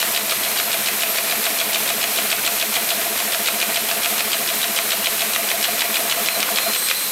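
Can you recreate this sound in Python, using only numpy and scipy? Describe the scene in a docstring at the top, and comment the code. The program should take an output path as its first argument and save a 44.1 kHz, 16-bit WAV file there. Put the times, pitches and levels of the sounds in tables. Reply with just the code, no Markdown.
"""Quick triple snaps of paper, seven a second, over hissing, whistling air: a print shop's folding
machine, heard from just above its feed table. Air blows into the stack and sheets are sucked off it.
Each knocks twice on the fold plate and thumps out through the rollers, over the hum of the drive.
Near the end the sheets run late and crowd in the folder, then the folder empties and falls quiet."""
import sys
import numpy as np
from scipy import signal
from scipy.fft import rfft, irfft
from scipy.io import wavfile
from scipy.ndimage import uniform_filter1d, map_coordinates

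SR = 44100
rng = np.random.default_rng(int(sys.argv[2]) if len(sys.argv) > 2 else 0)


def bounce(signal):
    """Save signal as a 16-bit WAV file at the path given by the first command-line argument."""
    frames = np.transpose(np.atleast_2d(signal))
    limited = np.clip(frames, -1, 1)
    pcm = np.round(limited * 32767).astype(np.int16)
    wavfile.write(sys.argv[1], SR, pcm)


N = 313551
TIME = np.arange(N) / SR
EMPTY_S, RUN_OUT_S = 6.69, .14  # folder empties: start, duration

# Paper click spectra: f/Hz, level/dB
PICKUP_SPECTRUM = [(300, -42), (1200, -13), (2400, -2.5), (3200, 1), (4100, 0), (5100, 1), (6200, -8),
                   (8300, -4.5), (15000, -43)]
FLICK_SPECTRUM = [(300, -39.5), (1200, -8.5), (2200, -1), (3000, 4.5), (4200, 4), (5000, -10), (6500, -8),
                  (8100, -2), (9200, -6), (15000, -44)]
SNAP_SPECTRUM = [(200, -25), (700, -11), (950, -8), (1250, -1.5), (1700, -2.5), (2000, -.5), (2500, .5),
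                 (3300, -3.5), (4200, -6.5), (5400, -7.5), (8000, -13), (10000, -22), (15000, -29)]
# Sheets leaving the stack: snap t/s, relative flick level/dB, relative snap level/dB
SHEETS = [(.0282, -19, -13.5), (.1749, -15.5, -15.5), (.322, -17.5, -17), (.462, -22, -29),
          (.5996, -18, -16), (.7428, -17.5, -23), (.8857, -17.5, -17), (1.0344, -19.5, -14.5),
          (1.1846, -21, -16), (1.324, -21, -16), (1.4668, -20, -16), (1.614, -16.5, -17), (1.758, -17, -17),
          (1.9031, -18, -18), (2.0408, -21, -14), (2.187, -17.5, -18), (2.3283, -15.5, -13),
          (2.476, -16.5, -15), (2.6256, -18, -17), (2.7667, -19, -19), (2.9168, -16.5, -23),
          (3.0535, -46, -30), (3.2017, -24, -22), (3.347, -19, -15), (3.4852, -16.5, -15),
          (3.6273, -15.5, -15), (3.771, -18.5, -17), (3.9136, -23, -15), (4.059, -16.5, -15),
          (4.2065, -20, -14), (4.3443, -14.5, -21), (4.5018, -17, -21), (4.6427, -17, -18),
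          (4.7887, -16, -12), (4.9315, -16.5, -19), (5.0706, -16.5, -13), (5.22, -17, -15),
          (5.3614, -20, -13), (5.5156, -18.5, -15), (5.6534, -16, -19.5), (5.8198, -16.5, -13.5),
          (5.9691, -15.5, -17), (6.124, -17.5, -13), (6.2865, -23, -11), (6.4292, -24, -10.5),
          (6.5857, -15, -11), (6.7613, -20, -20), (6.9125, -16, -11.5)]


def feeder(pickup_db=-18, pickup_follow=.33, crowded_db_per_s=35, flick_gain_db=2, snap_gain_db=3,
           valve_db=-27, grip_db=-27):
    """Per sheet: the valve ticks; the sheet lifts, flicks, snaps free and is gripped by the rollers."""
    out = np.zeros(N)
    pickup, flick, snap = impulse(PICKUP_SPECTRUM), impulse(FLICK_SPECTRUM), impulse(SNAP_SPECTRUM)
    median_flick_db = np.median(np.array(SHEETS)[:, 1])
    for s, flick_db, snap_db in SHEETS:
        lift_db = pickup_db + pickup_follow * (flick_db - median_flick_db) + crowded_db_per_s * delay(s)
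        loose = undb(-.5 * (snap_db + 13))  # harder snap, cleaner crack
        add(out, s - .041, crack(snap, valve_db, scatter=(.47, .0069), tail=(.13, .0091)))
        add(out, s - .0265, crack(pickup, lift_db, scatter=(.21, .0046), tail=(.075, .0076)))
        add(out, s - .0129, crack(flick, flick_db + flick_gain_db,
                                  scatter=(.14, .0074), tail=(.041, .013)))
        add(out, s, crack(snap, snap_db + snap_gain_db,
                          scatter=(.088 * loose, .004), tail=(.012 * loose, .0085)))
        add(out, s + .037, crack(pickup, grip_db, scatter=(.097, .0017), tail=(.021, .0091)))
    return out


def crack(click, db, scatter, tail):
    """One paper crack; creases and panels scatter it, the housing adds a tail. Both: (gain, decay/s)."""
    t = TIME[:4096]
    envelope = sum(gain * np.exp(-t / decay_s) for gain, decay_s in (scatter, tail))
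    push = rng.standard_normal(len(t)) * envelope
    push[0] += 1
    return at_level(signal.fftconvolve(push, click), db, size=130)


# Feeder bracket modes: f/Hz, width/Hz, relative level/dB
BRACKET_MODES = [(2420, 61, 1), (2523, 57, -3.5), (2944, 60, -4), (3370, 36, -2.5), (3895, 67, -5.5)]


def brackets(snaps, ring_db=-1):
    """The snaps plus the ringing they excite in the feeder's metal brackets."""
    ringing = sum(undb(db) * resonance(snaps, hz, width_hz) for hz, width_hz, db in BRACKET_MODES)
    return snaps + undb(ring_db) * ringing


# Air hiss spectrum: f/Hz, relative density/dB
AIR_SPECTRUM = [(300, -22.5), (1000, -3.5), (2500, -3.5), (4000, -1), (4800, -2.5), (7400, -2.5),
                (8400, -0.5), (9400, -1.5), (10700, 0), (12200, 3), (13800, 0), (14800, -2), (15700, -15)]
# Edge whistles: f/Hz, flutter/Hz, start level/dB, rise/(dB/s)
WHISTLES = [(3978, 10, -52, 1.8), (4170, 14, -43, .1), (8340, 85, -43, .7), (12480, 150, -49, .7)]


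def air(hiss_db=-23, flutter_db=.5, choke_s=.015, choke_above_hz=6000):
    """Blown air hisses in the stack and whistles on its edges; each sheet chokes the high whistles."""
    out = noise(AIR_SPECTRUM) * undb(hiss_db + flutter_db * drift(16))
    clear = np.prod([1 - np.exp(-((TIME - s) / choke_s) ** 2) for s, _, _ in SHEETS], axis=0)
    for hz, flutter_hz, db, rise_db_per_s in WHISTLES:
        gate = clear if hz > choke_above_hz else 1
        out += whistle(hz, flutter_hz, rate_hz=120) * undb(db + rise_db_per_s * TIME) * gate
    return out


def whistle(hz, flutter_hz, rate_hz):
    """Jet tone, fluttering in pitch and level."""
    cycles = np.cumsum(hz + flutter_hz * drift(rate_hz)) / SR
    return unit(np.sin(2 * np.pi * cycles) * undb(2 * drift(rate_hz)))


# Whistle flares: t/s, duration/s, f/Hz, level/dB
SQUEALS = [(0.197, .6, 4175, -40), (.35, .5, 11473, -33), (1.08, 0.055, 11473, -28),
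           (1.26, 0.22, 11473, -33), (0.948, .5, 13190, -40), (6.24, .14, 3978, -34),
           (6.29, .08, 4175, -32), (6.56, 0.23, 4175, -32), (6.56, 0.63, 3978, -41.5),
           (6.76, .13, 8330, -27), (6.8, 0.29, 4175, -37.5), (6.957, .14, 8330, -34)]


def squeals(ramp_s=.014, flutter=.00411):
    """A sheet edge catches the jet: the whistle swells, holds and dies."""
    out = np.zeros(N)
    pitches_hz = sorted({hz for _, _, hz, _ in SQUEALS})
    jets = {hz: whistle(hz, flutter * hz, rate_hz=100) for hz in pitches_hz}
    for s, length_s, hz, db in SQUEALS:
        envelope = np.clip(np.minimum(TIME - s, s + length_s - TIME) / ramp_s, 0, 1)
        out += jets[hz] * undb(db) * envelope
    return out


# Fold plate modes: f/Hz, relative level/dB
PLATE_MODES = [(684, 0), (655, -10), (505, -14)]


def fold_plate():
    """Each sheet knocks on the plate, then buckles and rebounds more softly."""
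    knocks = each_cycle(lag_s=.007, delay_share=1, db=-29, rise_db_per_s=.31,
                        crowded_db_per_s=17, jitter_s=.00192, jitter_db=.5)
    rebounds = each_cycle(lag_s=.075, delay_share=.25, db=-35.5, rise_db_per_s=.6,
                          crowded_db_per_s=3, jitter_s=.006, jitter_db=2.4)
    return blows([*knocks, *rebounds], PLATE_MODES, swell_s=.011, fade_s=.0098, wobble=.024)


# Roller modes: f/Hz, relative level/dB
ROLLER_MODES = [(213, 0), (428, -.5), (306, -11)]


def delivery():
    """Each folded sheet thumps out through the rollers."""
    thumps = each_cycle(lag_s=.064, delay_share=.62, db=-35, rise_db_per_s=.27,
                        crowded_db_per_s=3, jitter_s=.002, jitter_db=1)
    return blows(thumps, ROLLER_MODES, swell_s=.022, fade_s=.011, wobble=.018)


def each_cycle(lag_s, delay_share, db, rise_db_per_s, crowded_db_per_s, jitter_s, jitter_db):
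    """One blow (t/s, level/dB) per sheet fed before EMPTY_S; crowded sheets hit later and harder."""
    snap_s = np.array([s for s, _, _ in SHEETS if s < EMPTY_S])
    late, uneven = rng.standard_normal((len(snap_s), 2)).T
    times_s = snap_s + lag_s + delay_share * delay(snap_s) + jitter_s * late
    levels_db = db + rise_db_per_s * snap_s + crowded_db_per_s * delay(snap_s) + jitter_db * uneven
    return zip(times_s, levels_db)


def blows(events, modes, swell_s, fade_s, wobble):
    """Paper pushes softly: the struck part's modes swell, waver under the sheet and fade."""
    out = np.zeros(N)
    t = TIME[:8192] - TIME[2048]
    envelope = np.where(t < 0, np.exp(-(t / swell_s) ** 2), 1 / np.cosh(t / fade_s))
    for s, db in events:
        body = 0
        for hz, mode_db in modes:
            waver = unit(uniform_filter1d(rng.standard_normal(len(t)), size=500))
            cycles = np.cumsum(hz * (1 + wobble * waver)) / SR
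            cycles -= cycles[np.argmax(envelope)]  # one push: modes in phase at the peak
            body = body + undb(mode_db) * np.sin(2 * np.pi * cycles)
        add(out, s + t[0], at_level(body * envelope, db, size=700))
    return out


# Crowding in the folder: t/s, delay/s
CROWDING = [(0, 0), (4.3, 0.0031), (5.22, 0.0015), (5.36, 0.027), (5.97, .031), (6.12, 0.055),
            (6.29, 0.077), (6.6, 0.077)]


def delay(s):
    """Sheet delay/s at time s; every crowded_db_per_s is per second of this delay."""
    return np.interp(s, *np.transpose(CROWDING))


def emptied():
    """Ramp from 0 (paper in the folder) to 1 (run out)."""
    return np.clip((TIME - EMPTY_S) / RUN_OUT_S, 0, 1)


# Paper path spectrum: f/Hz, relative density/dB
RUSTLE_SPECTRUM = [(25, -38), (50, -41), (75, -17), (100, -15.5), (150, -8.5), (250, -3.5), (560, 1.5),
                   (900, -0.5), (1250, -2), (2400, 3), (3400, -4), (4800, -13), (9000, -11.5)]


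def rustle(db=-28, grain_db=2, empty_db=-5):
    """Sheets rustle unevenly between the rollers."""
    return noise(RUSTLE_SPECTRUM) * unit(undb(grain_db * drift(140))) * undb(db + empty_db * emptied())


# Plate drone: f/Hz, width/Hz, level/dB, rise/(dB per s of delay), change when empty/dB
PLATE_DRONE = [(519.7, 35, -49.5, 72, 2.5), (675, 102, -39, 40, -17)]


def plate_drone():
    """The fold plate sings under sliding sheets, louder as they crowd."""
    return sum(tone(hz, width_hz) * undb(db + crowded_db_per_s * delay(TIME) + empty_db * emptied())
               for hz, width_hz, db, crowded_db_per_s, empty_db in PLATE_DRONE)


def crinkle(db=-47, grain_db=5, crowded_db_per_s=160, empty_db=-16):
    """Dense small creases of bending sheets, louder as they crowd."""
    level_db = db + crowded_db_per_s * delay(TIME) + empty_db * emptied()
    return unit(tone(1200, width_hz=550) * undb(grain_db * drift(300))) * undb(level_db)


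# Frame hum: f/Hz, width/Hz, level/dB
FRAME_HUM = [(138.2, 14, -57.5), (216, 78, -48.5), (348, 22, -52.5), (439, 12, -52), (1253, 82, -49.5),
             (1977, 15, -50), (3376, 25, -55), (12100, 56, -52)]


def frame_hum():
    """The drive keeps the frame humming."""
    return sum(undb(db) * tone(hz, width_hz) for hz, width_hz, db in FRAME_HUM)


# Feeder ringing: t/s, level/dB
RING_LEVEL = [(0, -44), (2.4, -40.5), (2.9, -50), (5.5, -45), (7.11, -45)]


def feeder_ring():
    """Thin, continuous metallic ringing in the feeder."""
    level_db = np.interp(TIME, *np.transpose(RING_LEVEL))
    return tone(2389, width_hz=69) * undb(level_db)


def shop(x, wet_db=-13, t60_s=.35, cutoff_hz=4000, predelay_s=.008):
    """Direct sound plus faint, dull workshop reverberation."""
    t = TIME[:22050]
    lowpass = signal.butter(1, cutoff_hz, fs=SR, output="sos")
    tail = signal.sosfilt(lowpass, rng.standard_normal(len(t)))
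    tail = tail * undb(-60 * t / t60_s) * (t > predelay_s)
    return x + undb(wet_db) * signal.fftconvolve(x, tail / np.linalg.norm(tail))[:N]


def undb(db):
    """Decibels to gain."""
    return 10 ** (np.asarray(db) / 20)


def unit(x):
    """Scale to rms 1."""
    return x / np.sqrt(np.mean(x ** 2))


def at_level(x, db, size):
    """Scale the loudest stretch of size samples to rms level db."""
    return x * undb(db) / np.sqrt(uniform_filter1d(x ** 2, size).max())


def add(out, s, x):
    """Mix x in at time s."""
    onset = int(round(s * SR))
    start, end = max(onset, 0), min(onset + len(x), N)
    if end > start:
        out[start:end] += x[start - onset:end - onset]


def gains(spectrum, size):
    """Spectrum (f/Hz, level/dB) to FFT bin gains."""
    hz, db = np.transpose(spectrum)
    bins_hz = np.fft.rfftfreq(size, 1 / SR)
    return undb(np.interp(np.log(bins_hz + 1), np.log(hz), db))


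def noise(spectrum):
    """Shaped noise, rms 1."""
    return unit(irfft(rfft(rng.standard_normal(N)) * gains(spectrum, N), N))


def impulse(spectrum, size=512):
    """Minimum-phase click with this spectrum."""
    cepstrum = irfft(np.log(gains(spectrum, size)))
    cepstrum[1:size // 2] *= 2
    cepstrum[size // 2 + 1:] = 0
    return irfft(np.exp(rfft(cepstrum)))


def resonance(x, hz, width_hz):
    """Two-pole band-pass."""
    return signal.lfilter(*signal.iirpeak(hz, hz / width_hz, fs=SR), x)


def tone(hz, width_hz):
    """Wavering tone: noise twice through one resonance."""
    band = resonance(rng.standard_normal(N), hz, width_hz)
    return unit(resonance(band, hz, width_hz))


def drift(rate_hz):
    """Smooth random drift, rms 1."""
    steps = rng.standard_normal(1024)
    return unit(map_coordinates(steps, [TIME * rate_hz], order=2, mode="wrap"))


def limiter(x, threshold_db=-18, slope=.22, release_s=.07):
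    """Each snap pulls the gain down at once; it recovers before the next sheet."""
    level = np.sqrt(uniform_filter1d(x ** 2, size=130) + 1e-12)
    fall = TIME / release_s
    held = np.exp(np.maximum.accumulate(np.log(level) + fall) - fall)  # decaying peak hold
    gain = np.minimum(1, undb(threshold_db) / held) ** slope
    return x * uniform_filter1d(gain, size=64)


def scene():
    """Mono mix: reverberant feeder snaps, dry machine body and air."""
    body = fold_plate() + plate_drone() + delivery() + rustle() + frame_hum() + feeder_ring() + crinkle()
    snaps = shop(brackets(feeder()))
    return (snaps + body + air() + squeals())[None]


def record(dry, cutoff_hz=15750):
    """Limiter, soft clip, steep low-pass."""
    rounded = np.tanh(limiter(dry[0]))
    lowpass = signal.ellip(12, .1, 80, cutoff_hz, fs=SR, output="sos")
    return signal.sosfilt(lowpass, rounded)[None]


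dry = scene()
out = record(dry)
bounce(out)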